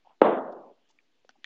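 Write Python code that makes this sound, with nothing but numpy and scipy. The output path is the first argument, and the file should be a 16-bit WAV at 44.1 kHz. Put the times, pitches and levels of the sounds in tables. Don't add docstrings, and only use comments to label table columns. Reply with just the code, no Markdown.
import sys
import numpy as np
from scipy import signal
from scipy.io import wavfile

SR = 44100
rng = np.random.default_rng(int(sys.argv[2]) if len(sys.argv) > 2 else 0)


def unload_audio(sound):
    columns = np.transpose(np.atleast_2d(sound))
    steps = np.round(np.clip(columns, -1, 1) * 32767)
    wavfile.write(sys.argv[1], SR, steps.astype(np.int16))


def voltage_ratio(decibels):
    exponent = np.asarray(decibels, float) / 20
    return 10 ** exponent


N = 63945

# frequency in Hz, level in dB per Hz.
HISS_COLOUR = [(30, -18.5), (110, -8), (280, 3.5), (500, -3), (1200, -8), (3200, -7.5), (6900, -17.5),
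               (8000, -32), (17000, -39.5)]
HISS_DB, HISS_PATCHY_DB, HISS_FLICKER_PER_S = -77, 1.72, 14

# time in seconds, peak in dB.
TICK_STRIKES = [
    [(.9880, -51)],
    [(1.248, -51.5)],
    [(1.2920, -42), (1.2935, -48), (1.3000, -59)],
    [(.0482, -62), (.0545, -59.5), (.0600, -61), (.0655, -59.5), (.1150, -71), (1.3550, -65),
     (1.3600, -66.5)],
    [(1.3810, -63), (1.3845, -63.5)],
    [(1.4400, -76), (1.4436, -36), (1.4452, -61), (1.4482, -51)],
    [(.0702, -48), (.0715, -49.5), (.0950, -57.5)],
    [(.9020, -65.5)],
]
# frequency in Hz, level in dB, 60 dB decay in seconds.
TICK_BODIES = [
    [(1810, -13.5, 0.045), (2350, 1.5, 0.016), (3192, -38, 0.017)],
    [(520, 4.5, 0.0163), (2498.7, -16.5, 0.012), (4489, -20.5, 0.01836)],
    [(257.3, -10, .03), (779.4, -6.5, 0.01434), (1504.3, -2.5, 0.016112), (1776, -7.5, .018),
     (3020, -7.5, .01), (4500, -11, .01), (5080, -15.5, .01), (5850, -10.5, 0.008)],
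    [(820, 6.5, 0.021)],
    [(233.9, 2, 0.023), (383.7, 0.5, 0.0194)],
    [(1856, 4.5, .018), (2331.7, 0.5, 0.016), (3343, 8.5, 0.0049), (4440, -16.5, 0.012),
     (6160, -15, 0.0062)],
    [(453, -4, 0.0083), (830.77, 1.5, 0.018), (1020, -7, 0.013)],
    [(890, 3, .05), (2970, -4, 0.04226)],
]
BODY_SKIRT = 1.5

# start in seconds, length in seconds.
RUB_STROKES = [(.074, .082), (.092, .032), (.09, .035), (.05, .08), (.519, .013), (.886, .036), (.79, .13),
               (1.14, .03), (1.296, .018), (.735, .035), (.99, .02), (1.2465, .009), (1.42, .022)]
# rms in dB, centre in Hz, width in octaves.
RUB_SOUNDS = [(-69.5, 810, 0.72), (-67.5, 790, 0.5), (-80, 1250, 0.7), (-78.5, 2900, 0.57), (-69, 3900, .9),
              (-70, 4600, 1.9613), (-80.5, 3030, 0.29), (-83, 3400, 0.49), (-74, 1900, 2.4),
              (-74, 560, 0.9), (-78, 2154, 0.9), (-73, 2900, 1.4), (-76, 2600, 1.0)]
RUB_ATTACK_S, RUB_FADE, RUB_LUMPY_DB = 0.0034, 0.22, 2.5

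# time in seconds, strength in dB, contact
# length in milliseconds.
BLOCK_CONTACTS = [
    (.2092, -31.5, .5),
    (.2145, -36, .4),
    (0.216, -12.5, 0.043),
    (.2178, 1, 0.13),
    (0.2209, -8, 0.1),
    (0.2273, -16.5, 0.1),
    (0.2309, -16.5, .25),
    (.2375, -14, .3),
]
# frequency in Hz, level in dB, 60 dB decay in seconds.
BOARD_MODES = [(330, -24, 0.01), (513, 1, 0.018), (802.17, -6, 0.049), (1280, -13, 0.017),
               (1800, -20, 0.0074), (2692, -25, 0.0063), (3253.8, -32, 0.007)]
BOARD_TOP_HZ, THUMP_DB = 4300.6, 0.66

# frequency in Hz, level in dB per Hz.
TAIL_COLOUR = [(50, -49.5), (110, -34.5), (220, -8.5), (320, -7), (600, -3.5), (1000, -11), (2100, -28),
               (3600, -37), (4900, -67.5), (8000, -74)]
# frequency in Hz, 60 dB decay in seconds.
ROOM_DECAY = [(100, .62), (500, 0.74), (1200, 0.7), (2200, 0.5193), (4000, .5), (6000, .9)]
TAIL_START_S, TAIL_BUILD_S, TAIL_DB, TAIL_PATCHY_DB = .221, .012, -16.5, 1.5
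# time in seconds, level in dB, width in seconds.
ECHO_SWELLS = [
    (0.262, -0.5, 0.0092),
    (0.328, 2.5, 0.015),
    (0.374, 0.5, 0.0054),
    (0.679, 3.5, 0.046),
]
# frequency in Hz, time in seconds.
SUPPRESSOR_SHUT = [(120, 0.67), (200, 0.737), (950, 0.701), (1300, 0.619), (1850, 0.58), (2020, 0.35),
                   (3600, .4), (3900, 0.29), (4700, .24), (5600, .3), (8000, 0.57)]
SHUT_DB_PER_S, SHUT_DEPTH_DB = 587.5, 12

MIC_CUT_HZ, MIC_TOP_HZ = 230, 7900
DRIVE_DB, OFFSET, CEILING = .25, -.0003, 1


def rms_one(x):
    return x / np.sqrt(np.mean(x ** 2) + 1e-20)


def at_hz(points, hz):
    point_hz, value = np.transpose(points)
    return np.interp(np.log(hz), np.log(point_hz), value)


def drift(rate):
    step = 20
    r = np.exp(-2 * np.pi * rate * step / SR)
    white = rng.standard_normal(N // step + 1002)
    slow = signal.lfilter([1], [1, -2 * r, r * r], white)[1000:]
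    return np.interp(np.arange(N) / step, np.arange(len(slow)), rms_one(slow))


def ring(clicks, modes, ratio):
    out = 0
    for k, (hz, db, t60) in enumerate(modes):
        r = voltage_ratio(-60 / (t60 * SR))
        w = 2 * np.pi * hz / SR
        resonator = [1, -2 * r * np.cos(w), r * r]
        out = out + ratio ** k * signal.lfilter([0, voltage_ratio(db) * np.sin(w)], resonator, clicks + 1e-18)
    return out


def bands(low, top, count):
    edges = low * 2 ** np.arange(0, np.log2(top / low), 1 / count)
    white = rng.standard_normal((2, N + 4000))
    for k, (a, b) in enumerate(zip(edges, edges[1:])):
        band = signal.butter(3, [a, b], "band", fs=SR, output="sos")
        yield np.sqrt(a * b), signal.sosfilt(band, white[k % 2])[4000:]


def hiss():
    out = 0
    for hz, noise in bands(20, 19000, count=4):
        flicker_db = HISS_PATCHY_DB * drift(HISS_FLICKER_PER_S)
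        out = out + noise * voltage_ratio(at_hz(HISS_COLOUR, hz) + flicker_db)
    return voltage_ratio(HISS_DB) * rms_one(out)


def ticks():
    out = 0
    for strikes, modes in zip(TICK_STRIKES, TICK_BODIES):
        clicks = np.zeros(N)
        for s, db in strikes:
            clicks[int(s * SR)] = voltage_ratio(db)
        edges = [modes[0][0] / BODY_SKIRT, modes[-1][0] * BODY_SKIRT]
        band = signal.butter(2, edges, "band", fs=SR, output="sos")
        out = out + signal.sosfilt(band, ring(clicks, modes, -1.045))
    return out


def rubs():
    t, out = np.arange(N) / SR, 0
    for (s, length), (db, hz, octaves) in zip(RUB_STROKES, RUB_SOUNDS):
        edges = np.clip(hz * 2. ** (np.array([-.5, .5]) * octaves), 20, .45 * SR)
        band = signal.butter(2, edges, "band", fs=SR, output="sos")
        noise = signal.sosfilt(band, rng.standard_normal(N))
        rise = (t - s) / RUB_ATTACK_S
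        fade = (s + length - t) / (RUB_FADE * length)
        stroke = np.clip(np.minimum(rise, fade), 0, 1)
        out = out + rms_one(noise) * stroke * voltage_ratio(db + RUB_LUMPY_DB * drift(85))
    return out


def thump():
    t, force = np.arange(N) / SR, np.zeros(N)
    for s, db, ms in BLOCK_CONTACTS:
        push = np.exp(-.5 * ((t - s) / (ms / 2000)) ** 2)
        force -= voltage_ratio(db + THUMP_DB) * push / push.sum()
    soften = signal.butter(5, BOARD_TOP_HZ, fs=SR, output="sos")
    return signal.sosfilt(soften, ring(force, BOARD_MODES, 0.97))


def room_tail():
    t, out, power = np.arange(N) / SR, 0, 0
    after = np.maximum(t - TAIL_START_S, 0)
    together = drift(40)
    for hz, noise in bands(45, 9000, count=6):
        shut_db = np.clip((t - at_hz(SUPPRESSOR_SHUT, hz)) * SHUT_DB_PER_S, 0, SHUT_DEPTH_DB)
        fall_db = 60 * after / at_hz(ROOM_DECAY, hz) + shut_db
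        patchy_db = TAIL_PATCHY_DB * (together + 0.64 * drift(45))
        level = voltage_ratio(at_hz(TAIL_COLOUR, hz))
        out = out + noise * level * voltage_ratio(patchy_db - fall_db)
        power += level ** 2 * np.mean(noise ** 2)
    swell_db = sum(db * np.exp(-.5 * ((t - s) / width) ** 2) for s, db, width in ECHO_SWELLS)
    build = 1 - np.exp(-after / TAIL_BUILD_S)
    return voltage_ratio(TAIL_DB + swell_db) * out / np.sqrt(power) * build


def scene():
    thin = signal.butter(4, MIC_CUT_HZ, "high", fs=SR, output="sos")
    dull = signal.cheby2(8, 50, MIC_TOP_HZ * 1.15, fs=SR, output="sos")
    contacts = signal.sosfilt(thin, thump() + ticks())
    heard = signal.sosfilt(dull, contacts + room_tail() + rubs())
    return (heard + hiss())[None]


def low_pass(x):
    return signal.sosfilt(signal.butter(12, 17700, fs=SR, output="sos"), x)


def record(dry):
    mix = np.clip(voltage_ratio(DRIVE_DB) * dry + OFFSET, -CEILING, CEILING)
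    return low_pass(mix)


dry = scene()
out = record(dry)
unload_audio(out)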